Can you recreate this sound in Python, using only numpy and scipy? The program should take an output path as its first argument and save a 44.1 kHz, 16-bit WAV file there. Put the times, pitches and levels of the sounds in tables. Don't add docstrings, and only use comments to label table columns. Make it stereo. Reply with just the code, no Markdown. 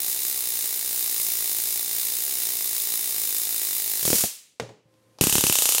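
import sys
import numpy as np
from scipy import signal
from scipy.fft import rfft, irfft
from scipy.io import wavfile
from scipy.ndimage import uniform_filter1d, map_coordinates

SR = 44100
rng = np.random.default_rng(int(sys.argv[2]) if len(sys.argv) > 2 else 0)


def persist_wave(psi):
    counts = np.round(np.clip(psi, -1, 1) * 32767).astype(np.int16)
    wavfile.write(sys.argv[1], SR, np.atleast_2d(counts).T)


N = 255770

SIZE_EXPONENT = 0.84
FLUTTER_DB, FLICKER_DB = .45, .6
CREEP_MS, CREEP_RATE = .018, 18
PATH_SPREAD_DB = .8
TOP_HZ = 15900

# time in seconds, sparks per second.
BUZZ_PACE = [(0, 59), (.2, 68), (.3, 61), (.39, 66), (.5, 58.5), (.95, 60), (1.5, 56), (1.85, 58.5),
             (2.18, 58), (2.28, 71), (2.4, 60), (2.75, 56), (3.08, 60), (3.18, 54), (3.5, 56), (3.8, 52.5),
             (4.012, 53)]
# start in seconds, crack and low pop levels in relative dB.
SLOW_SPARKS = [(4.0287, -1.5, -12), (4.0523, 2, -2.5), (4.0783, 1.5, 2), (4.1028, 2, 1.5), (4.13, 3.5, 10),
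               (4.1551, 3, -5), (4.1837, 2.5, -16), (4.2078, 0.5, -16), (4.238, -1.5, 2), (5.211, 2, 15.5),
               (5.2385, -2, 6.5), (5.27, -3, 8), (5.2962, -1.5, -2.5), (5.3258, 1.5, 4.5),
               (5.3542, -0.5, 8.5), (5.382, -1.5, 6.5), (5.409, -3.5, -7), (5.439, -0.5, 9.5),
               (5.4676, 0.5, -2), (5.4976, -3, 6), (5.5251, 0, -20), (5.5546, -0.5, -20), (5.5869, 0, -19),
               (5.6217, 1, -20), (5.6557, -0.5, -18), (5.6902, 1.5, -26), (5.7224, -1.5, -29),
               (5.7485, -1, -25), (5.7821, -2, -31)]
# frequency in Hz, level in relative dB.
BUZZ_COLOUR = [(30, -21), (60, -16.5), (115, -11.5), (165, -12), (205, -13), (300, -14), (400, -10.4),
               (500, -11.5), (600, -14), (780, -11), (1130, -15.5), (1450, -18), (2100, -10.5),
               (2600, -14.5), (3000, -13.5), (3300, -14.5), (3600, -7.5), (4100, -9), (4450, -11),
               (4900, -7.5), (5500, -10), (7000, -7.5), (8200, -7), (9000, -5), (10300, -3), (11200, -4.5),
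               (11850, -2), (12450, -2.5), (13400, 0.5), (14500, 1.2)]
WIDENING_COLOUR = [(40, -22), (400, -5), (1600, -10.5), (2500, -8), (4500, -4), (6500, -2), (10000, 0.5),
                   (13500, 2.5), (16000, 4.5)]
LONG_COLOUR = [(30, -61), (110, -48), (250, -16), (480, -5.5), (700, -5), (1100, -7.5), (1650, -13.5),
               (2200, -12.5), (2850, -4), (3500, -5), (4400, -6.3), (5800, -4), (7100, -1.5), (8000, -3),
               (9000, -1), (10500, -3), (13000, 0.7), (16000, -4)]
WIDENING_POP_COLOUR = [(25, -23), (75, -2.5), (140, 2.7), (250, 2.5), (450, 2.5), (750, -6.5), (1100, -16),
                       (1600, -22), (2700, -13), (4000, -34.5)]
LONG_POP_COLOUR = [(25, -23), (70, -4.5), (170, 0.5), (400, 0), (700, -8.5), (1500, -11.5), (2800, -11),
                   (4000, -31.5)]
# frequency in Hz, level in relative dB.
CASING_MODES = [(3720, -56), (4030, -54), (5026, -54), (8813, -50), (10126, -49), (10255, -49),
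                (10487, -47), (11800, -47), (12909, -50), (13404, -50), (14104, -48), (14690, -48),
                (15224, -50)]
# frequency in Hz, relative dB, t60 in seconds.
PRONG_MODES = [(2710, -4, 0.011), (2980, -6, 0.013), (7080, -0.5, 0.013), (8900, -5.5, 0.019)]
# delay in ms,
# lag at the right microphone in ms, gain in dB, low and high corners in Hz.
UPRIGHT_PATHS = [(0, .018, 1.3, 32, 14000), (.75, .02, -2, 2000, 16000), (2.52, .16, -3, 34, 1900),
                 (3.31, .34, -2, 3500, 17000), (3.66, -.33, -7, 5000, 18000), (6.05, .75, -8, 1200, 4000),
                 (8.5, .08, -10, 1500, 21000), (13.85, .2, -7, 1600, 19000)]
LOW_PATHS = [(0, 0, -.5, 1800, 12000), (.47, .015, 8.2, 150, 10000), (1.02, -.25, 1, 2500, 16000),
             (2.77, .2, -2, 2500, 18000), (3.16, .1, 0, 3000, 18000), (5.3, .1, -6, 2000, 18000),
             (13.4, .2, -8, 1600, 19000)]

# frequency
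# in Hz, level in relative dB, t60 in seconds.
KNOCK_MODES = [(319, -14, 0.068), (428, -18, 0.1), (704, 2, 0.039), (746, -9, 0.058)]
TABLE_MODES = [(118, 4.5, 0.19), (214, -7, 0.093), (332, -4, .12), (460, 1, .13), (538, -3, .15),
               (610, -12, .14)]
# start in seconds, slap and table ring in relative dB.
LANDINGS = [(4.5986, -29, -37), (4.623, -47, -41), (4.691, -50, -45.5), (4.853, -90, -66)]
# start in seconds, level in dB, frequency in Hz, t60 in seconds.
THUDS = [(4.6225, -11, 170, .03), (4.855, -32, 150, .07)]
# start in seconds, level in relative dB.
CLICKS = [(4.94, -58), (5.1865, -34.5)]
# frequency in Hz, relative dB.
SLAP_COLOUR = [(30, -22), (90, -10), (250, 3), (370, -3.5), (520, 5.5), (700, -2), (900, -3.5), (1800, -6),
               (4000, -12), (7000, -16.5), (10000, -24.5), (15000, -38)]
RATTLE_COLOUR = [(40, -42.5), (120, -1), (200, -4), (330, -5.5), (450, 2), (620, -7), (900, -9),
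                 (3000, -46)]
CLICK_COLOUR = [(100, -19), (750, 14), (1500, -2), (4500, 0.5), (8000, -8), (15000, -18)]

# frequency in Hz, t60 in seconds.
ROOM_T60 = [(150, 0.04), (500, 0.38), (2500, 0.6), (5500, 0.48), (8000, 0.45), (11000, 0.36), (16000, 0.32)]
# frequency in Hz, level in relative dB.
ROOM_COLOUR = [(100, -6), (400, -16.5), (1200, -9), (2200, -3.5), (3600, -1.5), (7000, 1), (11000, -1),
               (15000, -7)]
AIR_COLOUR = [(15, -58), (25, -36.5), (114, -11.5), (451, -14.5), (516, -14), (796, -25.5), (1040, -22),
              (1130, -25), (11600, -34), (16000, -45.5)]
# time in seconds, level in relative dB.
AIR_LEVEL = [(0, -60), (4.3, -71.5), (4.82, -79), (4.92, -67.5), (5.8, -56)]
# frequency in Hz, level in dB.
HUM_TONES = [(113, -70), (317.6, -72), (522.2, -70), (1044, -79)]


def buzz(level_db=-3.0, jitter=.16):
    times, sizes = firing(BUZZ_PACE, jitter)
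    sizes = sizes * amp(level_db)
    casing = sum(amp(db + 25) * ringing(hz, t60=.06) for hz, db in CASING_MODES)
    cracks = sparks(times, sizes, BUZZ_COLOUR, UPRIGHT_PATHS,
                    scatter_db=3.0, scatter_t60=0.026, room_db=6.0, wander=0.68)
    treble = band(cracks, low_hz=6000, high_hz=20000)
    flutter = amp(FLUTTER_DB * wobble(rate=13))
    flicker = amp(FLICKER_DB * wobble(rate=18)) - 1
    return flutter * (cracks + flicker * treble) + convolve(impulses(times, sizes), casing)


def widening_arc(level_db=2.5):
    times, crack_db, pop_db = slow_sparks(start_s=4, stop_s=5)
    cracks = sparks(times, amp(level_db + crack_db), WIDENING_COLOUR, UPRIGHT_PATHS,
                    scatter_db=2.0, scatter_t60=0.02, room_db=7, wander=0.69)
    lows = pops(times, pop_db, WIDENING_POP_COLOUR,
                room_db=-5, rumble_db=-7.5, rumble_t60=0.1, rumble_hz=450)
    return cracks + lows


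def long_arc(level_db=3.0):
    times, crack_db, pop_db = slow_sparks(start_s=5, stop_s=6)
    sizes = amp(level_db + crack_db)
    cracks = sparks(times, sizes, LONG_COLOUR, LOW_PATHS,
                    scatter_db=6.0, scatter_t60=0.014, room_db=8.5, wander=0.78)
    prongs = sum(amp(db) * ringing(hz, t60) for hz, db, t60 in PRONG_MODES)
    ring = band(convolve(impulses(times, sizes), prongs), low_hz=800, high_hz=20000)
    lows = pops(times, pop_db, LONG_POP_COLOUR,
                room_db=-9, rumble_db=-9.5, rumble_t60=0.093, rumble_hz=302)
    return cracks + ring + lows


def firing(pace, jitter):
    knots, rate = np.transpose(pace)
    t = np.arange(knots[0], knots[-1], 1 / SR)
    charge = np.cumsum(np.interp(t, knots, rate)) / SR
    waits = 1 + jitter * rng.uniform(-1, 1, int(charge[-1]) + 1)
    due = np.cumsum(waits)
    due -= uniform_filter1d(due - np.arange(len(due)), size=9)
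    times = np.interp(due, charge, t)
    rates = np.interp(times, knots, rate)
    return times, np.sqrt(waits) * (rates.mean() / rates) ** SIZE_EXPONENT


def slow_sparks(start_s, stop_s):
    return np.transpose([row for row in SLOW_SPARKS if start_s < row[0] < stop_s])


def sparks(times, sizes, colour, paths, scatter_db, scatter_t60, room_db, wander, routes=4):
    near = np.zeros((2, N))
    onsets = np.clip(times * SR, 0, N - 1).astype(int)
    for delay_ms, lag_ms, db, low_hz, high_hz in paths:
        path_ms = delay_ms + CREEP_MS * wobble(CREEP_RATE)[onsets]
        strength = sizes * amp(db + PATH_SPREAD_DB * rng.standard_normal(len(times)))
        arrivals = [impulses(times + ms / 1000, strength) for ms in (path_ms, path_ms + lag_ms)]
        near -= band(arrivals, low_hz, high_hz)
    near += amp(scatter_db) * band(bursts(times, sizes, scatter_t60), low_hz=1470, high_hz=19102)
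    route = rng.integers(routes, size=len(times))
    common = room_tail()
    tails = [np.sqrt(1 - wander) * common + np.sqrt(wander) * room_tail() for _ in range(routes)]
    far = sum(convolve(impulses(times, sizes * (route == k)), tail) for k, tail in enumerate(tails))
    return convolve(near + amp(room_db) * far, pulse(colour))


def pops(times, db, colour, room_db, rumble_db, rumble_t60, rumble_hz, width=.5):
    push = convolve(-impulses(times + 0.000427, amp(db)), pulse(colour))
    puffs = band(bursts(times, amp(db), rumble_t60), low_hz=70, high_hz=rumble_hz)
    mid, side = convolve(puffs, pulse(colour))
    rumble = np.array([mid + width * side, mid - width * side])
    return push + amp(rumble_db) * rumble + amp(room_db) * convolve(push, room_tail())


def hollow_knock(start_s=4.2385, knock_db=-6):
    modes = sum(amp(db) * ringing(hz, t60) for hz, db, t60 in KNOCK_MODES)
    return convolve(impulses([start_s], [amp(knock_db)]), modes)


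def falling_phone(room_db=-4.5, face_db=-8, rattle_db=28, lowest_hz=75):
    times, slap_db, ring_db = np.transpose(LANDINGS)
    t = np.arange(SR // 2) / SR
    table = sum(amp(db - 60 * t / t60) * np.sin(2 * np.pi * hz * t) for hz, db, t60 in TABLE_MODES)
    attack = 1 - np.exp(-t / 0.0058)
    ring = convolve(impulses(times, amp(ring_db)), table * attack)
    sizes = amp(slap_db + 28)
    blows = impulses(times, sizes)
    slap = bursts(times, sizes, t60=0.041)[0] + amp(room_db) * convolve(blows, room_tail())
    face = convolve(blows, amp(face_db) * ringing(hz=490, t60=0.053))
    thuds = sum(convolve(impulses([at], [amp(db)]), ringing(hz, t60)) for at, db, hz, t60 in THUDS)
    rattle = convolve(bursts(times, amp(ring_db + rattle_db), t60=0.37)[0], pulse(RATTLE_COLOUR))
    fall = ring + face + thuds + rattle + convolve(slap, pulse(SLAP_COLOUR))
    return signal.lfilter(*signal.butter(2, lowest_hz, "highpass", fs=SR), fall)


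def trigger(room_db=-2.0):
    times, db = np.transpose(CLICKS)
    click = convolve(bursts(times, amp(db + 21.0), t60=0.018), pulse(CLICK_COLOUR))
    return click + amp(room_db) * convolve(click, room_tail())


def room_tail(build_up_s=0.0049, early_life_s=0.039):
    hz, t, noise = signal.stft(rng.standard_normal((2, SR * 3 // 4)), SR, nperseg=256)
    t60 = along(ROOM_T60, hz)[:, None]
    fade = amp(-60 * t / t60) * np.sqrt(2 * np.log(1000) / (t60 * SR))
    colour = amp(along(ROOM_COLOUR, hz))[:, None]
    tail = signal.istft(noise * fade * colour, SR, nperseg=256)[1]
    age = np.arange(tail.shape[1]) / SR
    return tail * (1 - np.exp(-age / build_up_s)) * (1 + np.exp(-age / early_life_s))


def room_air():
    t = np.arange(N) / SR
    air_db = np.interp(t, *np.transpose(AIR_LEVEL))
    air = convolve(rng.standard_normal(N) + .5 * rng.standard_normal((2, N)), pulse(AIR_COLOUR))
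    hum = sum(np.sqrt(2) * amp(db) * np.sin(2 * np.pi * hz * t) for hz, db in HUM_TONES)
    return amp(air_db) * air + np.interp(t, [4.8, 4.92], [0, 1]) * hum


def pulse(colour, size=4096):
    hz = np.fft.rfftfreq(size, 1 / SR)
    gain = amp(along(colour, hz))
    gain /= np.sqrt(np.mean(gain ** 2 * (hz < TOP_HZ)))
    cepstrum = irfft(np.log(gain))
    cepstrum[1:size // 2] *= 2
    cepstrum[size // 2 + 1:] = 0
    return irfft(np.exp(rfft(cepstrum)))[:size // 2]


def impulses(times, sizes, order=8):
    at = np.asarray(times)[:, None] * SR
    index = np.floor(at).astype(int) + np.arange(1 - order, order + 1)
    taps = np.sinc(index - at) * np.sinc((index - at) / order) * np.asarray(sizes)[:, None]
    return np.bincount(np.clip(index, 0, N).ravel(), taps.ravel(), N + 1)[:N]


def bursts(times, sizes, t60):
    fade = amp(-60 * np.arange(SR // 4) / SR / t60) ** 2
    onsets = np.clip(np.round(times * SR).astype(int), 0, N)
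    energy = np.bincount(onsets, sizes ** 2, N + 1)[:N]
    envelope = np.sqrt(np.abs(convolve(energy, fade / fade.sum())))
    return envelope * rng.standard_normal((2, N))


def ringing(hz, t60):
    t = np.arange(SR // 2) / SR
    mode = amp(-60 * t / t60) * np.sin(2 * np.pi * hz * t)
    return mode / np.linalg.norm(mode)


def wobble(rate):
    knots = rng.standard_normal(int(N * rate / SR) + 4)
    return map_coordinates(knots, [np.arange(N) * rate / SR])


def band(x, low_hz, high_hz):
    low_cut = signal.lfilter(*signal.butter(1, low_hz, "highpass", fs=SR), x)
    return signal.lfilter(*signal.butter(1, high_hz, fs=SR), low_cut)


def convolve(x, response):
    return signal.fftconvolve(np.atleast_2d(x), np.atleast_2d(response), axes=1)[:, :N]


def along(points, hz):
    knots_hz, values = np.transpose(points)
    return np.interp(np.log(hz + 1), np.log(knots_hz + 1), values)


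def amp(db):
    return 10 ** (np.asarray(db) / 20)


def scene():
    arcs = (buzz() + widening_arc() + long_arc()) * amp([[.2], [-.2]])
    return arcs + hollow_knock() + falling_phone() + trigger() + room_air()


def record(dry, ceiling=0.5, order=4):
    clipped = dry / (1 + np.abs(dry / ceiling) ** order) ** (1 / order)
    trimmed = band(clipped, low_hz=25, high_hz=21000)
    band_limit = signal.firwin(301, TOP_HZ, window="blackman", fs=SR)
    return signal.fftconvolve(trimmed, band_limit[None], "same", axes=1)


dry = scene()
out = record(dry)
persist_wave(out)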